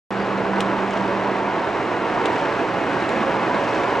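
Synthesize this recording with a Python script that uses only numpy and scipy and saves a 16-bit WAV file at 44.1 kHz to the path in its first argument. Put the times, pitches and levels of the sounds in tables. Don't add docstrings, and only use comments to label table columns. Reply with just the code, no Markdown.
import sys
import numpy as np
from scipy import signal
from scipy.fft import rfft, irfft, next_fast_len
from scipy.io import wavfile
from scipy.ndimage import map_coordinates

SR = 44100
rng = np.random.default_rng(int(sys.argv[2]) if len(sys.argv) > 2 else 0)


def unload_wav(signal):
    wavfile.write(
        sys.argv[1],
        SR,
        np.round(np.clip(np.atleast_2d(signal).T, -1, 1) * 32767).astype(np.int16),
    )


N = 176400
TIME_S = np.arange(N) / SR


def amp(db):
    return 10 ** (np.asarray(db) / 20)


def unit(x):
    return x / np.sqrt(np.mean(x ** 2) + 1e-20)


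def along(points, hz):
    point_hz, values = np.transpose(points)
    return np.interp(np.log(hz + 1), np.log(point_hz + 1), values)


def curves(rows):
    times_s, *columns = np.transpose(rows)
    return [np.interp(TIME_S, times_s, column) for column in columns]


def swell(peak_s, sigma_s):
    return np.exp(-.5 * ((TIME_S - peak_s) / sigma_s) ** 2)


def wobble(knots_per_s):
    return map_coordinates(rng.standard_normal(4096), [TIME_S * knots_per_s], mode="wrap")


def filtered(x, response):
    size = next_fast_len(N + SR // 2)
    return irfft(rfft(x, size) * response(np.fft.rfftfreq(size, 1 / SR)), size)[..., :N]


def causal(gain):
    cepstrum = irfft(np.log(np.maximum(gain, 1e-6)))
    cepstrum[1:len(cepstrum) // 2] *= 2
    cepstrum[len(cepstrum) // 2 + 1:] = 0
    return np.exp(rfft(cepstrum))


def noise(colour):
    return unit(filtered(rng.standard_normal((2, N)), lambda hz: amp(along(colour, hz))))


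# (time [s], body level [dB], treble level [dB])
ROAR_LEVELS = [(0.12, -25, -36.5), (0.35, -23.5, -37), (0.55, -22, -36), (0.95, -23, -35.5),
               (1.3, -23.5, -36), (1.65, -23, -36), (2.0, -24.5, -36), (2.2, -22, -34.5),
               (2.45, -22.5, -34), (2.85, -23, -35), (3.1, -23, -33), (3.35, -21, -34), (3.7, -22, -33),
               (4.0, -22, -34.5)]
def rolling(coins=6, bump_db=-4, flutter_db=.42, crossover_hz=1732, body_trim_db=-.16, treble_trim_db=.72):
    force = unit(sum(coin() for _ in range(coins))) + amp(bump_db) * bumps()
    force *= amp(flutter_db * wobble(knots_per_s=24))
    lowpass = lambda hz: 1 / (1 + (hz / crossover_hz) ** 6)
    body = unit(filtered(force, lambda hz: causal(shell_gain(hz)) * lowpass(hz)))
    treble = unit(filtered(force, lambda hz: causal(shell_gain(hz)) * (1 - lowpass(hz))))
    body_db, treble_db = curves(ROAR_LEVELS)
    return amp(body_db + body_trim_db) * body + amp(treble_db + treble_trim_db) * treble


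def coin(base_turn_hz=13, base_lap_hz=.6, speed_swing=.16, lap_swing_db=1, rim_share=.52,
         ridges=125, whine_db=-21.5, whine_swing_db=7):
    lap_start, lap_pace, turn_pace = rng.uniform(-1, 1, 3)
    lap = np.sin(2 * np.pi * base_lap_hz * (1 + .3 * lap_pace) * TIME_S + np.pi * lap_start)
    turn_hz = base_turn_hz * (1 + .25 * turn_pace) * (1 + speed_swing * lap)
    turns = np.cumsum(turn_hz) / SR
    profiles = rng.standard_normal((2, 4096))
    rim = np.array([np.interp(turns % 1, np.linspace(0, 1, len(p)), p) for p in profiles])
    ridge_phase = 2 * np.pi * ridges * turns
    whine_gain = amp(whine_swing_db * wobble(knots_per_s=3.9))
    whine = unit(whine_gain * (np.sin(ridge_phase) + np.sin(2 * ridge_phase)))
    grain = rng.standard_normal((2, N))
    contact = np.sqrt(rim_share) * unit(rim) + np.sqrt(1 - rim_share) * grain
    return amp(lap_swing_db * lap) * (contact + amp(whine_db) * whine)


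def bumps(specks_per_s=330, spread_db=2.5):
    hits = rng.random(N) < specks_per_s / SR
    strength = amp(spread_db * np.minimum(rng.exponential(size=N), 3))
    return unit(shell_ring(hits * strength * rng.choice([-1, 1], (2, N))))


# (frequency [Hz], T60 [s])
SHELL_DECAY = [(200, 0.54), (1000, 0.23), (4000, 0.022), (10000, 0.012)]
def shell_ring(jolts, ring_db=-2):
    hz, age_s, spectra = signal.stft(rng.standard_normal((2, SR // 3)), SR, nperseg=256)
    fade = amp(-60 * age_s / along(SHELL_DECAY, hz)[:, None])
    _, tail = signal.istft(spectra * fade / np.linalg.norm(fade, axis=1, keepdims=True), SR)
    tail /= np.linalg.norm(tail[0])
    return jolts + amp(ring_db) * signal.fftconvolve(jolts, tail, axes=1)[:, :N]


# (frequency [Hz], gain [dB])
SHELL_COLOUR = [(25, -31), (60, -20), (95, -14), (150, -11.5), (230, -4.5), (350, 0.0), (470, -3),
                (620, -3.5), (790, -2.5), (960, -5), (1250, -8), (1600, -9.5), (2100, -14.5), (2750, -19),
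                (3500, -28), (5000, -33.5), (7000, -40), (8500, -46.5), (10000, -54.5), (11500, -76),
                (15000, -68.5)]
# (centre [Hz], width [Hz], lift [dB])
SHELL_PEAKS = [(171, 28, 2.5), (250.5, 5.3, 2.5), (316, 8.9, 3.5), (372, 18, 1), (657, 31, 3),
               (706, 17, 1.5), (992, 20.4, 3), (1090, 118, 3), (3320, 560, 1.9)]
def shell_gain(hz):
    lift_db = sum(db / (1 + (2 * (hz - centre) / width) ** 2) for centre, width, db in SHELL_PEAKS)
    return amp(along(SHELL_COLOUR, hz) + lift_db)


# (time [s], level [dB])
HOLLOW_LEVELS = [(.1, -39.5), (.4, -41), (.62, -35), (1.0, -31), (1.3, -35.5), (1.44, -29.5), (1.7, -34),
                 (2.05, -31.5), (2.32, -30.5), (2.6, -32.5), (2.88, -49), (2.97, -25), (3.12, -37.5),
                 (3.58, -29), (3.8, -36), (4.0, -28.5)]
MIDDLE_LEVELS = [(.1, -38), (.78, -37.5), (1.3, -39.5), (1.9, -45), (2.3, -36), (2.52, -34), (3.0, -39),
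                 (3.5, -32), (3.8, -35.5), (4.0, -34)]
BOOM_LEVELS = [(.1, -51), (1.4, -47), (2.1, -45.5), (2.3, -34), (2.45, -45), (3.05, -43), (3.2, -30),
               (3.42, -42.5), (3.55, -34), (4.0, -40.5)]
def bowl():
    return (resonance(HOLLOW_LEVELS, centre_hz=943, width_hz=140)
            + resonance(MIDDLE_LEVELS, centre_hz=563.8, width_hz=30.5)
            + resonance(BOOM_LEVELS, centre_hz=233, width_hz=90))


def resonance(levels, centre_hz, width_hz, drift_hz=13):
    level_db, = curves(levels)
    bandpass = lambda hz: 1 / (1 + (2 * (hz - centre_hz) / width_hz) ** 4)
    band = unit(filtered(rng.standard_normal((2, N)), bandpass))
    drift_rad = 2 * np.pi * np.cumsum(drift_hz * wobble(knots_per_s=7)) / SR
    return amp(level_db) * np.real(signal.hilbert(band) * np.exp(1j * drift_rad))


# (time [s], relative strength [dB], treble tilt [dB/octave], T60 [s])
KNOCKS = [(0.6055, -2.5, 2.1, 0.01), (0.908, -21.5, 4, .02), (2.2564, -0.5, -1.7, .02),
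          (3.0918, -12.5, 1.5, .014)]
# (frequency [Hz], gain [dB])
KNOCK_COLOUR = [(100, -17), (400, -2), (1500, -4), (2200, -5), (2800, 1.5), (3250, 0), (4200, -9),
                (5500, -12.5), (8000, -16), (10000, -26), (12000, -45), (15000, -39)]
def knocks(gain_db=11, tail_db=-10, tail_t60_s=.097, tilt_above_hz=2500):
    age_s = np.arange(SR // 4) / SR
    octaves = lambda hz: np.log2(np.maximum(hz / tilt_above_hz, 1))
    out = np.zeros((2, N))
    for start_s, strength_db, tilt, t60_s in KNOCKS:
        fade = amp(-60 * age_s / t60_s) + amp(tail_db - 60 * age_s / tail_t60_s)
        crack = fade / np.linalg.norm(fade) * rng.standard_normal((2, len(fade)))
        placed = np.pad(crack, ((0, 0), (round(start_s * SR), N)))[:, :N]
        response = lambda hz: causal(amp(along(KNOCK_COLOUR, hz) + tilt * octaves(hz)))
        out += amp(strength_db + gain_db) * filtered(placed, response)
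    return out


# (frequency [Hz], gain [dB])
JUDDER_SPECTRUM = [(80, -35), (220, -25), (350, 2), (600, -16), (1200, -10), (3000, -30), (9000, -70),
                   (12000, -110)]
def judder(level_db=-23):
    return amp(level_db) * swell(peak_s=2.278, sigma_s=.017) * noise(JUDDER_SPECTRUM)


# (peak time [s], sigma [s], level [dB])
EDGE_RUBS = [(0.958, .06, -44), (2.406, .045, -46), (3.742, .12, -42)]
# (frequency [Hz], gain [dB])
RUB_COLOUR = [(1000, -41), (2200, -7), (3000, 4), (4000, -9.5), (5500, -8), (8000, -19), (10000, -32),
              (12000, -48)]
def scrapes(grit_db=3.2):
    envelope = sum(amp(db) * swell(peak_s, sigma_s) for peak_s, sigma_s, db in EDGE_RUBS)
    grit = amp(grit_db * wobble(knots_per_s=120))
    return envelope * unit(grit * noise(RUB_COLOUR))


def whistle(peak_s=.21, sigma_s=.06, top_hz=4700, sag=.11, level_db=-51):
    pitch_hz = top_hz / (1 + sag * ((TIME_S - peak_s) / sigma_s) ** 2)
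    phase = 2 * np.pi * np.cumsum(pitch_hz) / SR + wobble(knots_per_s=150)
    return amp(level_db) * swell(peak_s, sigma_s) * np.sin(phase)


# (time [s], level [dB])
HISS_LEVELS = [(.1, -85), (.9, -83), (1.6, -86.5), (2.5, -77), (2.73, -79), (2.78, -68.5), (2.84, -84),
               (3.6, -77.5), (4, -80)]
# (frequency [Hz], gain [dB])
HISS_COLOUR = [(9000, -43), (12300, -12.5), (13200, -5.5), (15200, -4), (16000, -8.5)]
def rim_hiss():
    level_db, = curves(HISS_LEVELS)
    return amp(level_db) * noise(HISS_COLOUR)


# (time [s], pitch [Hz], level [dB])
TONE_CONTOUR = [(.1, 196, -33), (.55, 195.2, -29), (1.1, 197.2, -33), (1.47, 198, -34.5),
                (1.56, 196.8, -43), (1.85, 199.8, -43.5), (2.2, 197.2, -48)]
def low_tone(waver_db=1.35):
    pitch_hz, level_db = curves(TONE_CONTOUR)
    rms = amp(level_db + waver_db * wobble(knots_per_s=14))
    return np.sqrt(2) * rms * np.sin(2 * np.pi * np.cumsum(pitch_hz) / SR)


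# (frequency [Hz], level [dB])
HUM_PARTIALS = [(60, -60), (120, -44.5)]
def mains_hum():
    return np.sqrt(2) * sum(amp(db) * np.sin(2 * np.pi * (hz * TIME_S + rng.random()))
                            for hz, db in HUM_PARTIALS)


# (frequency [Hz], gain [dB])
AIR_COLOUR = [(20, -2.5), (30, -0.5), (42, -9), (70, -6), (200, -9.5), (1000, -26), (10000, -65.5),
              (15000, -64)]
def room_air(level_db=-54.5):
    return amp(level_db) * noise(AIR_COLOUR)


# (frequency [Hz], coherence [0-1])
COHERENCE = [(30, 0.59), (120, 0.99), (500, 0.97), (1000, 0.96), (2000, 0.96), (4000, 0.8), (10000, 0.84)]
# (frequency [Hz], left minus right [dB])
BALANCE = [(60, -3), (125, -5), (250, -4), (500, -3), (1000, -2), (2000, 0.5), (4000, 2), (8000, 3.5),
           (12000, -2)]
# (frequency [Hz], left lead [rad])
PHASE_LEAD = [(20, 0), (500, 0.01), (1550, 0.58), (3100, 0.26), (9000, .1)]
def microphones(spread, centred):
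    angle = lambda hz: np.arccos(along(COHERENCE, hz)) / 2
    mid, side = filtered(spread, lambda hz: np.array([np.cos(angle(hz)), np.sin(angle(hz))]))
    mid = mid + centred
    split = np.array([[.5], [-.5]])
    response = lambda hz: amp(split * along(BALANCE, hz)) * np.exp(1j * split * along(PHASE_LEAD, hz))
    return filtered(np.array([mid + side, mid - side]), response)


def scene():
    spread = rolling() + bowl() + scrapes() + knocks() + judder() + rim_hiss() + room_air()
    centred = mains_hum() + low_tone() + whistle()
    return microphones(spread, centred)


def record(dry, start_s=.1055, top_hz=15800):
    return filtered(dry * (TIME_S > start_s), lambda hz: hz < top_hz)


dry = scene()
out = record(dry)
unload_wav(out)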